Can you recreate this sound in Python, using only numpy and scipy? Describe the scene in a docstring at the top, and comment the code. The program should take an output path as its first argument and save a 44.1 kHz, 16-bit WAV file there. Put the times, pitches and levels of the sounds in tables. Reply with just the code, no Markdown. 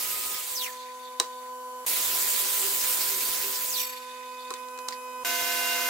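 """A mitre saw rasps and hisses through the end of a cut, twice, then brakes with a falling whine and a ringing blade.
Knocks of timber on the saw table follow, and after a last short gap a jointer planes a beam with a steady buzz.
The hum of an idling cutter block lies under all three scenes. The cuts are coloured noise, the blade is a bank
of ringing modes, the whines and hums are sine stacks, and the knocks are decaying modes with bursts of noise."""
import sys
import numpy as np
from scipy import signal
from scipy.fft import rfft, irfft
from scipy.io import wavfile

SR = 44100
rng = np.random.default_rng(int(sys.argv[2]) if len(sys.argv) > 2 else 0)


def master_out(mix):
    """Clip the mix to full scale and print it as 16-bit PCM to the path in sys.argv[1]."""
    frames = np.transpose(np.atleast_2d(mix))
    ceiling = np.clip(frames, -1, 1)
    pcm = np.round(ceiling * 32767).astype(np.int16)
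    wavfile.write(sys.argv[1], SR, pcm)


N = 259749
TIME = np.arange(N) / SR  # s

# Short gaps between the three scenes: start [t/s], end [t/s]
GAPS = [(1.8515, 1.8635), (5.236, 5.248)]
# One saw cut in each of the first two scenes: brake bites [t/s], speed falls to 1/e in [t/s],
# rasp before easing [level/dB], hiss before easing and surging [level/dB], blade shudder [level/dB],
# rub of the coasting blade [level/dB], change of the hum until the brake [level/dB]
SAW_CUTS = [(0.506, .113, -35.5, -31.5, -45, -54, -7), (3.661, .123, -33.5, -27.5, -35, -52.5, -1.5)]
# The arm pushes the blade into the wood: peak [t/s], half length [t/s], speed lost [share],
# drone of the beam at the peak [level/dB]
ARM_PUSHES = [(0, 0.049, .11, -58), (0.184, .08, .13, -55.5), (0.332, .06, .09, -55),
              (2.153, 0.14, .2, -50.5), (2.47, .09, .12, -51), (2.656, .1, .09, -42.5),
              (3.165, .16, .19, -45.5), (3.492, .095, .17, -46.5)]
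# Spectrum of the soft rush of air: [f/Hz], density per Hz [level/dB]
AIR_COLOUR = [(30, -19), (130, -26), (230, -1), (330, -9.5), (450, 0.5), (1100, 5), (2000, -4.5),
              (3500, -6), (5500, -6), (7600, -0.5), (10000, -10), (13000, -1), (15500, -9.5)]

FREE_HZ = 9615  # gear whine of the unloaded motor
BRAKE_S = .16  # how long the brake grips hard
TOP_HZ = 15750  # upper edge of the sound


def saw(cut, shimmer_db=-25, shimmer_t60=1.0, grain=0.082, count=36):
    """Teeth tear out chips unevenly; the kerf damps the blade, and the shudder of the brake sets it ringing."""
    # Torn wood: [f/Hz], density per Hz [level/dB]
    rasp_colour = [(120, -97.5), (220, -22.5), (400, -1.5), (600, -3), (900, 0), (1400, 0.5), (1900, 2.5),
                   (3000, 3.5), (3500, 5), (4800, 6), (5800, 4), (7500, 7), (12000, -10)]
    # Fine spray of chips: [f/Hz], density per Hz [level/dB]
    hiss_colour = [(3500, -10), (5500, -13), (6500, -3), (7500, 1.5), (9000, 4.5), (10200, 2.5), (11300, 5),
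                   (12500, 6.5), (14000, 5.5), (15700, 6.5)]
    # Strongest blade modes: [f/Hz], relative [level/dB], t60 [t/s]
    blade_modes = [(2420, -27, .5), (3618, -27, 1.3), (4484, -24, .7), (7477, -22, .7), (7913, -20, .6),
                   (11000, -26, .5), (12300, -16, .55), (12600, -22, .5), (14740, -20, .45)]
    ease_s, ease_db = 0.57, -4  # the cut thins out over its last part
    rasp_fall_db_per_s, hiss_fall_db_per_s, hiss_hold_s = 49, 190, .14
    shudder_half_s, kick_db, blade_db = 0.038, 2, 8
    surge_power = 0.68  # the hiss surges with the speed each time the arm eases off

    brake, slowing_s, rasp_db, hiss_db, shudder_db, rub_db, _ = cut
    pace = speed(brake, slowing_s)
    thinning_db = ease_db * ramp(brake - ease_s, ease_s)
    rasp_level = undb(rasp_db + thinning_db - rasp_fall_db_per_s * since(brake))
    hiss_level = undb(hiss_db + thinning_db - hiss_fall_db_per_s * since(brake + hiss_hold_s))
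    surge = (under_load() / .9) ** surge_power
    tearing = (1 + grain * walk(350)) * undb(0.42 * walk(25))
    rasp = shaped(rasp_colour, side_db=-5.5) * rasp_level * pan(0.45)
    hiss = shaped(hiss_colour, side_db=-2.0) * hiss_level * surge * pan(-0.73)
    chips = restless((rasp + hiss) * tearing, depth_db=1.8, rate=18, count=20)

    # the teeth drive the blade faintly, the shudder drives it hard
    kick = undb(shudder_db + kick_db) * swell(brake + BRAKE_S - shudder_half_s, 2 * shudder_half_s)
    blows = noise() * (0.083 * rasp_level + kick)
    blade = sum(undb(db) * ring(blows, hz, t60) for hz, db, t60 in blade_modes) * undb(blade_db)
    # a thin disc has a crowd of weaker modes too; the high ones die first
    crowd = 1700 * 7.5 ** ((np.arange(count) + rng.random(count)) / count)
    shimmer = sum(ring(blows, hz, shimmer_t60 * np.sqrt(4000 / hz)) for hz in crowd)
    blade += undb(shimmer_db) * shimmer
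    # the turning disc swings its ring past the ear
    turn = 2 * np.pi * np.cumsum(FREE_HZ * pace / 40) / SR
    metal = blade * (1 + .5 * np.sin(turn))
    metal = metal + motor(pace, gear_level(brake)) + coasting(brake, shudder_db, rub_db, shudder_half_s)
    return (low_cut(chips, 212) + low_cut(metal, 470)) * pan(-2.1)


def motor(pace, gear, unsteady=0.018, chatter_db=-3):
    """Gear and armature whines follow the shaft speed; gears chatter in their backlash, most under the brake."""
    # Higher whines, each loudest at a resonance of the housing: multiple of the gear whine,
    # peak before roughness [level/dB], resonance [f/Hz], width [octaves]
    whines = [(1.7, -38.5, 14000, .25), (2.25, -40, 6300, .17), (5.1, -49, 7000, .24), (5.1, -57, 4300, .2)]
    hz, rough = FREE_HZ * pace, .45
    braking = np.clip(2 * (1 - pace), .15, 1)
    wander = unsteady * (braking ** 2 * gear / gear.max() + 0.0956) * walk(212)
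    phase = 2 * np.pi * np.cumsum(hz * (1 + wander + .004 * walk(12.5))) / SR
    # complex noise varies level and phase together, differently left and right
    flicker = np.array([walk(220) + 1j * walk(280), walk(160) + 1j * walk(260)])
    rattle = 1 + rough * (1 + braking) * flicker
    chatter = np.array([walk(1100) + 1j * walk(830), walk(1100) + 1j * walk(990)])
    chatter = chatter * undb(chatter_db + 1.1 * walk(60)) * braking
    fitful = pace ** .4 * undb(2.5 * walk(18))
    out = gear * fitful * ((rattle + chatter) * np.exp(1j * phase)).real
    for k, db, centre_hz, octaves in whines:
        housing = np.exp(-(np.log2(k * hz / centre_hz) / octaves) ** 2) * (k * hz < TOP_HZ)
        out += undb(db) * housing * (rattle[::-1] * np.exp(1j * k * phase)).real
    return out


def coasting(brake, shudder_db, rub_db, shudder_half_s, beat_hz=36, depth=0.28):
    """The slightly warped disc shudders as the brake lets go and rubs on: a fluttering rasp in its low resonances."""
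    # Shudder of the disc: [f/Hz], density per Hz [level/dB]
    shudder_colour = [(1200, -34), (2200, -27), (2900, -8), (3600, 9), (4600, 2), (5900, 16), (7000, -24),
                      (12000, -27)]
    rub_colour = [(1200, -28), (1900, 1.5), (2500, -3), (3100, -12), (3620, 6.5), (4050, -8),
                  (4550, -0.5), (5200, -14), (6200, -4.5), (9000, -12), (12000, -19)]
    rub_fall_db_per_s, coast_s = 4.5, 0.94
    release = brake + BRAKE_S
    turn = 2 * np.pi * np.cumsum(beat_hz * (1 + 0.211 * walk(6.26))) / SR
    shudder = shaped(shudder_colour) * undb(shudder_db) * swell(release - .02, shudder_half_s)
    turning = ramp(brake, BRAKE_S) * (1 - ramp(brake + coast_s, .1))
    rub = shaped(rub_colour) * undb(rub_db - rub_fall_db_per_s * since(release)) * turning
    return restless(shudder + rub, depth_db=3.5, rate=20.0) * (1 + depth * np.sin(turn))


def gear_level(brake):
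    """The gear whine jumps up when the brake bites and drops when it lets go."""
    run_db, brake_db, bite_s, fall_db_per_s = -48, -35, 0.012, 420
    return undb(run_db + (brake_db - run_db) * ramp(brake, bite_s) - fall_db_per_s * since(brake + BRAKE_S))


def speed(brake, slowing_s):
    """Shaft speed as a share of free running: the brake lets it die away, then it coasts."""
    coast_share, coast_slowing_s = 0.13, .7
    braked = under_load() * np.exp(-since(brake) / slowing_s)
    return np.maximum(braked, coast_share * np.exp(-since(brake) / coast_slowing_s))


def under_load():
    """Share of the free speed that is left as each push drags the motor down."""
    return 1 - sum(sag * swell(s, half) for s, half, sag, _ in ARM_PUSHES)


def jointer(tone_db=1.5, chips_db=0, bite=0.24, jitter=0.0013, waver_db=3):
    """Knives strike the beam at a steady rate: a buzzing stack, and a spray of chips at every stroke."""
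    # Overtones of the knife strokes: multiple of the knife rate, relative [level/dB]
    overtones = [(1, -16), (2, -1), (4, -15), (5, -8), (6, 0), (7, -7), (8, -3), (9, -11), (10, -11),
                 (11, -9), (13, -11), (14, -11), (16, -6), (18, -6), (20, -7), (21, -8), (24, -11),
                 (27, -11), (28, -9), (30, -12), (34, -5), (35, -8), (36, -10), (37, -8), (38, -4),
                 (40, -5), (41, -11), (42, -10), (44, -10)]
    # Spray of chips: [f/Hz], density per Hz [level/dB]
    chip_colour = [(40, -45), (140, -23), (300, -9), (600, -1), (2800, 3.5), (5300, 3), (7000, 0),
                   (11000, -1.5), (15500, -4)]
    knife_hz, plane_db = 348.27, -33
    whistle_hz, whistle_db = 1538.3, -45.5
    howl_db, howl_swell_db = -50, -36  # steady part, and the swell added to it
    howl_peak_s, howl_rise_s, howl_fall_s = 5.73, 0.14, 0.026

    phase = 2 * np.pi * np.cumsum(knife_hz * (1 + jitter * walk(96))) / SR
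    now = TIME >= GAPS[1][1]
    # knots and fibres make the upper overtones waver
    grain = 0.74 * walk(36) + 0.75 * np.array([walk(60), walk(60)])
    tone = 0
    for k, db in overtones:
        lead = rng.uniform(0, 2 * np.pi) + np.array([[.5], [-.5]]) * min(.5 + k / 20, 1)
        waver = waver_db * min(k / 10, 1) * np.roll(grain, rng.integers(N), axis=1)[:, now]
        tone = tone + undb(db + waver) * np.sin(k * phase[now] + lead)
    chips = restless(shaped(chip_colour, side_db=-4), depth_db=1.0, rate=25)
    strokes = 1 + bite * np.cos(2 * phase) + 0.14 * np.cos(phase)
    planing = undb(chips_db) * chips * strokes * now
    planing[:, now] += undb(tone_db) * unit(tone)
    # the table howls on the eighth overtone, swelling once as the beam passes
    passing = swell(howl_peak_s, np.where(TIME < howl_peak_s, howl_rise_s, howl_fall_s))
    howl_level = undb(howl_db) + undb(howl_swell_db) * passing
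    howl = howl_level * np.sin(8 * phase + .7 * walk(40)) * now
    whistle = undb(whistle_db) * np.sin(2 * np.pi * whistle_hz * TIME + .3 * walk(10)) * now
    return (low_cut(planing, 226) * undb(plane_db) + howl + whistle) * pan(-0.82)


def knocks(crack_db=-4, crack_t60=0.015, scuff_db=-23, scuff_t60=0.24):
    """Each blow cracks and thuds in the beam, and the rough wood scuffs on; hard blows ring the metal table."""
    # Timber against the saw table: [t/s], click [level/dB], thud [level/dB]
    blows = [(1.199, -8.5, -21), (4.505, -22.5, -25), (4.538, -23.5, -55), (4.685, -36, -60),
             (4.776, -36, -42), (4.788, -29, -52), (4.8817, -34, -60), (4.8851, -18, -52),
             (4.908, -32, -52)]
    # Modes of the metal table: [f/Hz] before a random detune, relative [level/dB], t60 [t/s]
    table_modes = [(2467, -16, .02), (4040, 2, .02), (4280, -7, .02), (5660, -8, .015), (6480, -5, .014),
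                   (8330, 1, .008)]
    # Modes of the beam: [f/Hz] before a random detune, relative [level/dB], t60 [t/s]
    beam_modes = [(368, -11, .08), (470, -8, .09), (787, -14, .06), (1035, 0, .075), (1218, -8, .06),
                  (1305, -6, .05), (1520, -10, .05), (1900, -13, .04)]
    # Contact noise of a blow: [f/Hz], density per Hz [level/dB]
    crack_colour = [(40, -50), (150, -25), (400, -4), (1200, 0), (2400, -3), (3100, -5), (4200, -1),
                    (6200, 0), (8500, -2), (11000, -12), (15500, -14)]
    out, t = np.zeros((2, N)), TIME[:SR // 5]
    hardest = max(click_db for _, click_db, _ in blows)

    def struck(modes):
        """Sum of decaying modes, each blow slightly detuned."""
        total = 0
        for hz, db, t60 in modes:
            detuned_hz = hz * (1 + 0.021 * rng.standard_normal())
            lead = 1.04 * rng.standard_normal((2, 1))
            total = total + undb(db - 60 * t / t60) * np.sin(2 * np.pi * detuned_hz * t + lead)
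        return total

    for s, click_db, thud_db in blows:
        contact = undb(crack_db - 60 * t / crack_t60) + undb(scuff_db - 60 * t / scuff_t60)
        crack = unit(colour(rng.standard_normal((2, len(t))), crack_colour)) * contact
        # softer blows ring the metal less, beyond their lower click level
        metal = 0.68 * undb(.5 * (click_db - hardest)) * struck(table_modes)
        click = undb(click_db) * (metal + crack) * (1 - np.exp(-t / 0.00033))
        thud = undb(thud_db) * struck(beam_modes) * (1 - np.exp(-t / 0.0028))
        i = int(s * SR)
        out[:, i:i + len(t)] += (click + thud) * pan(-1.7)
    light = low_cut(out, 225)  # a short contact radiates little bass
    return room(light, wet_db=-19, t60=0.17)


def scrape():
    """Rough wood sticks and slips on the metal for a moment as the beam is lifted off the table."""
    # Scraping wood: [f/Hz], density per Hz [level/dB]
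    scrape_colour = [(900, -27), (1500, -10), (2000, 5), (2600, -12), (3700, -7), (4700, 3), (6000, -9),
                     (12000, -20)]
    start_s, fade_s, level_db, slips_per_s = 4.922, 0.017, -37, 260
    slips = 1 + 0.55 * np.sin(2 * np.pi * np.cumsum(slips_per_s * (1 + 0.29 * walk(80))) / SR)
    envelope = ramp(start_s, .003) * np.exp(-since(start_s) / fade_s)
    return shaped(scrape_colour) * slips * undb(level_db) * envelope * pan(-2)


def bench(drone_power=1.73):
    """The cut shakes the table and each push makes the beam drone; in the first cut the blade sings in the kerf."""
    # Deep rumble of the table: [f/Hz], density per Hz [level/dB]
    rumble_colour = [(20, -1.5), (70, -3.5), (105, 1), (180, -3), (300, -6), (600, -40)]
    shake_colour = [(20, -26), (100, -15.0), (200, 3), (400, 8), (1500, -8.5)]  # its wooden body
    shake_db, rumble_db = -57.5, -64.5
    clear_s = 0.16  # the teeth leave the wood this long before the brake
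    sing_hz, sing_db, sing_end_s = 1250, -49.5, 0.444
    starts = (0, GAPS[0][1])
    in_wood = sum((TIME >= start) * (1 - ramp(cut[0] - clear_s, 0.023)) for start, cut in zip(starts, SAW_CUTS))
    shake = shaped(shake_colour, side_db=8) * undb(shake_db)
    rumble = shaped(rumble_colour, side_db=0) * undb(rumble_db + 3.2 * walk(28))
    pressure = sum(undb(db) * swell(s, half) ** drone_power for s, half, _, db in ARM_PUSHES)
    drone = np.sin(2 * np.pi * 392 * TIME + 0.36 * walk(30)) * pressure * undb(2.4 * walk(30))
    sing = np.sqrt(2) * np.sin(2 * np.pi * sing_hz * TIME + 0.35 * walk(20))
    sing = sing * np.clip((sing_end_s - TIME) / 0.046, 0, 1) * undb(sing_db + 3.0 * walk(28))
    return ((shake + rumble) * in_wood + drone + sing) * pan(-3)


def bumps():
    """Short, soft swells of bass here and there."""
    # Dull bumps: peak [t/s], [level/dB]
    bass_bumps = [(.52, -65), (.67, -72), (3.75, -64.5), (5.425, -62), (5.78, -74)]
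    bass = shaped([(20, -18), (100, -4), (170, -5), (400, -36)], side_db=-2)
    return bass * sum(undb(db) * swell(s, 0.014) for s, db in bass_bumps)


def shop():
    """The idling cutter block chops the air into a steady siren tone, over a soft rush."""
    # Hum in each scene: multiple of the hum rate (rounded to a whole number),
    # before the scene's own level [level/dB], left minus right [level/dB]
    first_hum = [(1, -59.5, -3), (2, -45.5, -4.5), (3, -58.5, -4), (4, -38, 0.5), (6, -57, -1),
                 (12, -68, -15), (18, -65, 3), (40, -60.5, 1)]
    second_hum = [(1, -58, -6), (2, -45.5, -5), (3, -64.5, -6), (4, -38.5, -3), (5, -65.5, -14),
                  (6, -55, 6), (8, -67.5, 18), (10, -51, -6), (12, -61, -6), (15, -67, -1), (20, -63.5, -5),
                  (39.8, -58, 3)]
    third_hum = [(1, -56.5, -11), (2, -45.5, -0.5), (4, -43, -16.5), (6, -40.5, -12.5), (8, -52, -3),
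                 (10, -49.5, -13)]
    hum_hz, air_db = 251.76, -53.5
    phase = 2 * np.pi * np.cumsum(hum_hz * (1 + 0.00035 * walk(2.98))) / SR
    shot = np.searchsorted([end for _, end in GAPS], TIME)  # scene number 0, 1 or 2
    flutter = np.array([walk(28), walk(18)])
    out = undb(air_db) * shaped(AIR_COLOUR, side_db=0.5) * pan(0.31)
    for i, partials in enumerate([first_hum, second_hum, third_hum]):
        now = shot == i
        for k, db, pan_db in partials:
            lead = rng.uniform(0, 2 * np.pi) + np.array([[0], [.35]])
            waver = 1 + 0.11 * np.log(1 + k) * np.roll(flutter, rng.integers(N), axis=1)[:, now]
            out[:, now] += undb(db) * pan(pan_db) * waver * np.sin(round(k) * phase[now] + lead)
    return out * undb(hum_level(shot))


def hum_level(shot):
    """Level of hum and air in dB: low under each cut, swelling back after it, steady at the jointer."""
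    low_db, swell_db_per_s, return_s, jointer_db = -3, 3.5, .1, 2.5
    by_scene = []
    for brake, *_, dip_db in SAW_CUTS:
        dip = dip_db * (1 - ramp(brake, return_s))
        by_scene.append(low_db + dip + swell_db_per_s * since(brake))
    return np.choose(shot, by_scene + [jointer_db])


def room(x, wet_db, t60):
    """Diffuse, dull echo of the walls, different left and right."""
    t = TIME[:SR // 2]
    tail = colour(rng.standard_normal((2, len(t))), [(300, -5), (4000, -4.5), (12000, -31)])
    tail = tail * undb(-60 * t / t60) * (t > .003)
    tail /= np.sqrt(np.sum(tail ** 2) / 2)
    return x + undb(wet_db) * signal.fftconvolve(x, tail, axes=1)[:, :N]


def restless(x, depth_db, rate, count=14):
    """Neighbouring bands swell and fade on their own, as when a tool meets fibres of changing hardness."""
    place = np.sqrt(np.fft.rfftfreq(N, 1 / SR) / TOP_HZ) * (count - 1)
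    spectrum, drift = rfft(x), walk(rate)
    out = 0
    for k in range(count):
        band = irfft(spectrum * np.clip(1 - abs(place - k), 0, 1), N)
        out = out + band * undb(depth_db * np.roll(drift, rng.integers(N)))
    return out


def ring(x, hz, t60):
    """One decaying mode driven by x; white noise keeps its level."""
    r = np.exp(-np.log(1000) / (t60 * SR))
    pole = r * np.exp(2j * np.pi * hz / SR)
    return signal.lfilter([np.sqrt(2 * (1 - r * r))], [1, -pole], x).imag


def shaped(points, side_db=-4):
    """Coloured stereo noise whose middle has rms 1."""
    x = colour(noise(side_db), points)
    return x / np.std(x.mean(axis=0))


def noise(side_db=-4):
    """Stereo noise from a shared middle and a coloured side: alike in the low mids, less so in the treble."""
    mid, side = rng.standard_normal((2, N))
    side = colour(side, [(80, 3.5), (350, -4), (2000, 4.0), (12000, 0.0)]) * undb(side_db)
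    return mid + side * np.array([[1], [-1]])


def colour(x, points):
    """Filter by a spectrum of (Hz, dB) points."""
    hz, db = np.transpose(points)
    f = np.fft.rfftfreq(x.shape[-1], 1 / SR) + 1  # 1 Hz up, to keep the logarithm finite
    return irfft(rfft(x) * undb(np.interp(np.log(f), np.log(hz), db)), x.shape[-1])


def low_cut(x, hz):
    """Steep high-pass."""
    return signal.sosfilt(signal.butter(4, hz, "high", fs=SR, output="sos"), x)


def walk(rate):
    """Smooth chance with a spread of 1, faster for a higher rate in Hz."""
    smoothing = np.exp(-(np.fft.rfftfreq(N, 1 / SR) / rate) ** 2)
    return unit(irfft(rfft(rng.standard_normal(N)) * smoothing, N))


def undb(db):
    """Amplitude factor of a level in dB."""
    return 10 ** (np.asarray(db) / 20)


def unit(x):
    """Scale to rms 1."""
    return x / np.sqrt(np.mean(x ** 2))


def pan(db):
    """Left and right gains that differ by db."""
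    return undb(np.array([[.5], [-.5]]) * db)


def between(start, end):
    """True from start to end in seconds."""
    return (TIME >= start) & (TIME < end)


def ramp(start, length):
    """Rises from 0 to 1."""
    return np.clip((TIME - start) / length, 0, 1)


def since(start):
    """Seconds gone by, 0 before the start."""
    return np.maximum(TIME - start, 0)


def swell(s, half_length):
    """A smooth rise and fall that peaks at 1."""
    return np.exp(-((TIME - s) / half_length) ** 2)


def scene():
    """Two saw cuts, then the jointer, with knocks, table sounds and the hum of the shop."""
    saw_scenes = [between(0, GAPS[0][0]), between(GAPS[0][1], GAPS[1][0])]
    saws = sum(saw(cut) * now for cut, now in zip(SAW_CUTS, saw_scenes))
    return saws + jointer() + knocks() + scrape() + bench() + bumps() + shop()


def record(dry):
    """Only a faint hiss is left in the gaps; the top is cut off."""
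    gap = sum(between(start, end) for start, end in GAPS)
    joined = dry * (1 - gap) + undb(-48) * shaped(AIR_COLOUR) * gap
    return signal.sosfilt(signal.ellip(12, .1, 80, TOP_HZ, fs=SR, output="sos"), joined)


dry = scene()
out = record(dry)
master_out(out)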